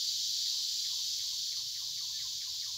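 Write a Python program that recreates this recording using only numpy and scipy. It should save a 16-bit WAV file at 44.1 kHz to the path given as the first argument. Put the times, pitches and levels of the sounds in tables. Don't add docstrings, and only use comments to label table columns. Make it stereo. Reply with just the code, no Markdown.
import sys
import numpy as np
from scipy import signal
from scipy.fft import rfft, irfft, next_fast_len
from scipy.io import wavfile

SR = 44100
rng = np.random.default_rng(int(sys.argv[2]) if len(sys.argv) > 2 else 0)


def pcm_store(signal):
    levels = np.round(np.clip(np.atleast_2d(signal), -1, 1) * 32767)
    wavfile.write(sys.argv[1], SR, levels.astype(np.int16).T)


def convert_level_to_amplitude(level_db):
    exponent = np.asarray(level_db, float) / 20
    return 10 ** exponent


N = 122157
SIZE = next_fast_len(N + SR // 2)
HZ = np.maximum(np.arange(SIZE // 2 + 1) * SR / SIZE, 1)
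TIME = np.arange(N) / SR

# f/Hz, level/dB
AIR_COLOUR = [(150, -3), (200, -0.6), (350, -2), (420, -6), (600, -7.5), (900, -6.5), (1400, -3.5)]
AIR_DB, AIR_ALIKE = -84, 0.16
# f/Hz, level/dB
TRAFFIC_COLOUR = [(12, -37), (20, -15), (64, 0), (129, 1), (146, 0), (179, -18), (260, -28), (340, -41),
                  (570, -120)]
# t/s, level/dB
TRAFFIC_SWELL = [(0.0, -69), (0.77, -72), (1.93, -67), (2.71, -68), (2.77, -61)]
TRAFFIC_ALIKE = 0.8

WHISTLE_S, WHISTLE_LEN_S = 2.122, .082
WHISTLE_HZ, WHISTLE_DB, WHISTLE_LEAN_DB = 1750, -58, -13

# t/s, knock level/dB, wait to first note/s, first note level/dB, second note level/dB
CALLS = [(.447, -61.5, 0.063, -66, -67.5), (.835, -60, 0.061, -63, -65), (1.184, -60.5, 0.048, -66, -63.5),
         (1.514, -60.5, 0.051, -62, -74), (1.745, -59.5, 0.053, -60, -77),
         (1.968, -60.5, 0.037, -61.5, -68), (2.188, -57.5, 0.043, -61, -76),
         (2.403, -59.5, 0.048, -61.5, -75), (2.613, -59.5, 0.047, -61, -78)]
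# delay/s, f/Hz, length/s, level/dB, left-right/dB
KNOCK_PIPS = [
    (0, 2230, .022, 3, 9),
    (.004, 2080, .028, 2.5, 7),
    (.01, 1930, .028, .1, 5),
    (.016, 1780, .03, -2.5, 2.5),
    (.02, 1600, .035, -4, .1),
    (.003, 1150, .022, -11, 5),
]
# delay/s, f/Hz, length/s, level/dB, left-right/dB
NOTE_PIPS = [
    (0, 1151, .02, -1.5, 9.5),
    (0.016, 1021, 0.031, 1.3, -4),
    (0.036, 940, .022, -1, 4),
]
SECOND_S, TAIL_S, TAIL_HZ, TAIL_DB = .07, 0.082, 967, -1.5
PIP_FALL, PIP_RASP, PITCH_SPREAD = .05, .8, .01
WOODS_T60_S, WOODS_DB = .24, .1

# t/s, level/dB
CHORUS_EFFORT = [(0.0, -34), (0.8, -34.5), (0.83, -35), (1.53, -36.5), (1.54, -39.5), (1.57, -36),
                 (1.64, -38), (2.75, -38.5), (2.77, -40)]
# f/Hz, level/dB
SONG_COLOUR = [(2600, -34), (3000, -14.5), (3300, -8), (4400, 0.22), (5500, -7), (6500, -9.5), (7500, -18),
               (7700, -23.5), (8300, -40)]
# f/Hz, level/dB
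SKIRT_COLOUR = [(1250, -47), (1450, -22.5), (1650, -14), (2000, -11.5), (2400, -7), (2750, -5.5)]
SKIRT_DB, SKIRT_FOLLOWS = -66.5, .7
# f/Hz, level/dB
SHIMMER_COLOUR = [(8000, -4.5), (8600, -6), (10300, -4), (11700, -3.5), (12500, -0.1), (14000, -1.1),
                  (15720, -1), (15790, -32)]
SHIMMER_DB, SHIMMER_FOLLOWS = -54, 0.82
# f/Hz, left-right/dB
LEFT_LEAN = [(900, 13), (1500, 18), (2800, 2), (5700, 3), (7300, 9), (9300, -4.8), (11800, 3.5),
             (14500, 8.5)]
# f/Hz, width/Hz, left level/dB, right level/dB
SINGER_GROUPS = [(3090, 130, 3.5, 1.5), (3817, 190, 2, 2), (3855, 55, -2, -3), (4726, 217, 2.5, 3.2),
                 (5355, 130, 4, -1.5), (5370, 380, -0.5, 2.5), (5830, 150, 4.5, 2.5), (6090, 116, 5, 3.5),
                 (7020, 175, 4, 5), (7530, 38, 2, 2)]
# f/Hz, level/dB, left-right/dB
NEAR_DRONES = [(4067, -54, -7), (3352, -59, 5), (3489, -59, 1.5), (4544, -59, 5), (4275, -60, 2.5),
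               (6085, -62, 5), (5340, -61, 1.5), (7525, -72, -1.5)]
DRONE_WIDTH_HZ = 8
CLICKS_LOW_HZ, CLICKS_HIGH_HZ, CLICK_JITTER_S, RATE_WANDER = 129.8, 259.17, .00002, .002
BODY_WIDTH_OCT, SWELL_DB, FAR_SHARE, CROWN_T60_S = .16, 3.5, .62, .3
CORE_HZ, CORE_WIDTH_HZ, CORE_TIRES_PER_DB = 4400, 540, 0.0272


def rms_one(x):
    return x / np.sqrt(np.mean(x ** 2) + 1e-20)


def at_hz(points):
    hz, db = np.array(points).T
    return np.interp(np.log(HZ), np.log(hz), db)


def colour(points):
    below_oct = np.maximum(np.log2(points[0][0] / HZ), 0)
    above_oct = np.maximum(np.log2(HZ / points[-1][0]), 0)
    return convert_level_to_amplitude(at_hz(points) - 90 * (below_oct + above_oct))


def sides(db):
    return convert_level_to_amplitude(np.multiply.outer([.5, -.5], db))


def drift(rate_hz):
    knots = rng.standard_normal(200)
    return np.interp(TIME * rate_hz, np.arange(len(knots)), knots)


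def scatter(t60):
    t = np.arange(SR // 2) / SR
    tail = rng.standard_normal((2, len(t))) * convert_level_to_amplitude(-60 * t / t60)
    energy = np.sum(tail ** 2, axis=1, keepdims=True)
    return rfft(tail / np.sqrt(energy), SIZE)


def hiss(points, alike):
    mid, side = rfft(rng.standard_normal((2, SIZE)))
    alike = np.clip(alike, 0, 1)
    opposite = side * [[1], [-1]]
    return colour(points) * (np.sqrt(1 + alike) * mid + np.sqrt(1 - alike) * opposite)


def heard(spectrum):
    return rms_one(irfft(spectrum, SIZE)[..., :N])


def air():
    return convert_level_to_amplitude(AIR_DB + 5.5) * heard(hiss(AIR_COLOUR, AIR_ALIKE))


def traffic():
    swell_db = np.interp(TIME, *np.transpose(TRAFFIC_SWELL))
    return convert_level_to_amplitude(swell_db) * heard(hiss(TRAFFIC_COLOUR, TRAFFIC_ALIKE))


def whistle():
    t = np.clip((TIME - WHISTLE_S) / WHISTLE_LEN_S, 0, 1)
    pitch_hz = WHISTLE_HZ * (1 - .05 * np.exp(-14 * t) + .007 * drift(60))
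    tone = np.sin(2 * np.pi * np.cumsum(pitch_hz) / SR)
    shape = np.sin(np.pi * t) ** .5
    return convert_level_to_amplitude(WHISTLE_DB + 2 * drift(65)) * shape * tone * sides([WHISTLE_LEAN_DB])


def add_pips(out, start, db, pips):
    for delay, hz, length, pip_db, lean_db in pips:
        t = np.arange(int(length * SR)) / SR
        at = int((start + delay) * SR)
        pitch, strength, *grain = rng.standard_normal(42)
        rasp = 1 + PIP_RASP * np.interp(t * hz * 0.405, np.arange(len(grain)), grain)
        fall = 1 + PIP_FALL * (.5 - .5 * t / length)
        cycles = hz * (1 + PITCH_SPREAD * pitch) * t * fall
        shape = np.sin(np.pi * (t / length) ** 0.59)
        pip = shape * rasp * np.sin(2 * np.pi * cycles)
        out[:, at:at + len(t)] += convert_level_to_amplitude(db + pip_db + 1.14 * strength) * sides([lean_db]) * pip


def cuckoo():
    out = np.zeros((2, N + SR))
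    tail_pip = [(0.0024, TAIL_HZ, 0.018, TAIL_DB, 3.0)]
    for s, knock_db, wait, note_db, second_db in CALLS:
        add_pips(out, s, knock_db, KNOCK_PIPS)
        add_pips(out, s + wait, note_db, NOTE_PIPS)
        add_pips(out, s + wait + SECOND_S, second_db, NOTE_PIPS)
        add_pips(out, s + wait + TAIL_S, note_db, tail_pip)
    return out[:, :N]


def birds_in_woods():
    tune = whistle()
    birds = cuckoo() + .4 * tune
    echoes = irfft(rfft(birds, SIZE) * scatter(WOODS_T60_S), SIZE)[:, :N]
    return convert_level_to_amplitude(-4.5) * (birds + convert_level_to_amplitude(WOODS_DB) * echoes + .6 * tune)


def swarm(count):
    total, power = 0, 1e-9
    for body_hz in np.geomspace(1300, 16000, count):
        rate = rng.uniform(CLICKS_LOW_HZ, CLICKS_HIGH_HZ) * (1 + RATE_WANDER * drift(1.5))
        at = np.flatnonzero(np.diff(np.floor(np.cumsum(rate) / SR + rng.random())))
        jitter = CLICK_JITTER_S * SR * rng.standard_normal(2000)[:len(at)]
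        at = np.clip(at + jitter.round().astype(int), 0, N - 1)
        clicks = np.zeros(N)
        clicks[at] = convert_level_to_amplitude(SWELL_DB * drift(4.64))[at]
        body = np.exp(-.5 * (np.log2(HZ / body_hz) / BODY_WIDTH_OCT) ** 2)
        total = total + rfft(rms_one(clicks), SIZE) * body * scatter(CROWN_T60_S)
        power = power + body ** 2
    near = total / np.sqrt(power)
    far = rfft(rng.standard_normal((2, SIZE)))
    share = np.clip(FAR_SHARE, 0, 1)
    return np.sqrt(1 - share) * near + np.sqrt(share) * far


def near_drones(fall_db):
    out = np.zeros((2, N))
    for hz, db, lean_db in NEAR_DRONES:
        resonance = 1 + (2 * (HZ - hz) / DRONE_WIDTH_HZ) ** 2
        line = heard(rfft(rng.standard_normal((2, SIZE))) / resonance)
        out += convert_level_to_amplitude(db + fall_db + 2 * drift(4.4)) * sides([lean_db]) * line
    return out


def cicadas():
    effort_db = np.interp(TIME, *np.transpose(CHORUS_EFFORT))
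    fall_db = effort_db - CHORUS_EFFORT[0][1]
    flat = swarm(count=44) * sides(at_hz(LEFT_LEAN))
    group_db = 0
    for hz, width, *db in SINGER_GROUPS:
        group_db = group_db + np.outer(db, np.exp(-2 * ((HZ - hz) / width) ** 2))
    out = convert_level_to_amplitude(effort_db + 3) * heard(flat * colour(SONG_COLOUR) * convert_level_to_amplitude(group_db))
    core_band = np.exp(-.5 * ((HZ - CORE_HZ) / CORE_WIDTH_HZ) ** 2)
    core = irfft(rfft(out, SIZE) * core_band, SIZE)[:, :N]
    out += CORE_TIRES_PER_DB * (fall_db - fall_db.mean()) * core
    skirt_db = SKIRT_DB + 3.5 + SKIRT_FOLLOWS * fall_db + drift(6.55)
    out += convert_level_to_amplitude(skirt_db) * heard(flat * colour(SKIRT_COLOUR))
    shimmer_db = SHIMMER_DB + 3 + SHIMMER_FOLLOWS * fall_db
    out += convert_level_to_amplitude(shimmer_db) * heard(flat * colour(SHIMMER_COLOUR))
    return out + near_drones(fall_db)


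def scene():
    return air() + traffic() + birds_in_woods() + cicadas()


def top_cut(x):
    return signal.sosfilt(signal.butter(12, 15840, fs=SR, output="sos"), x)


def record(dry):
    return top_cut(dry)


dry = scene()
out = record(dry)
pcm_store(out)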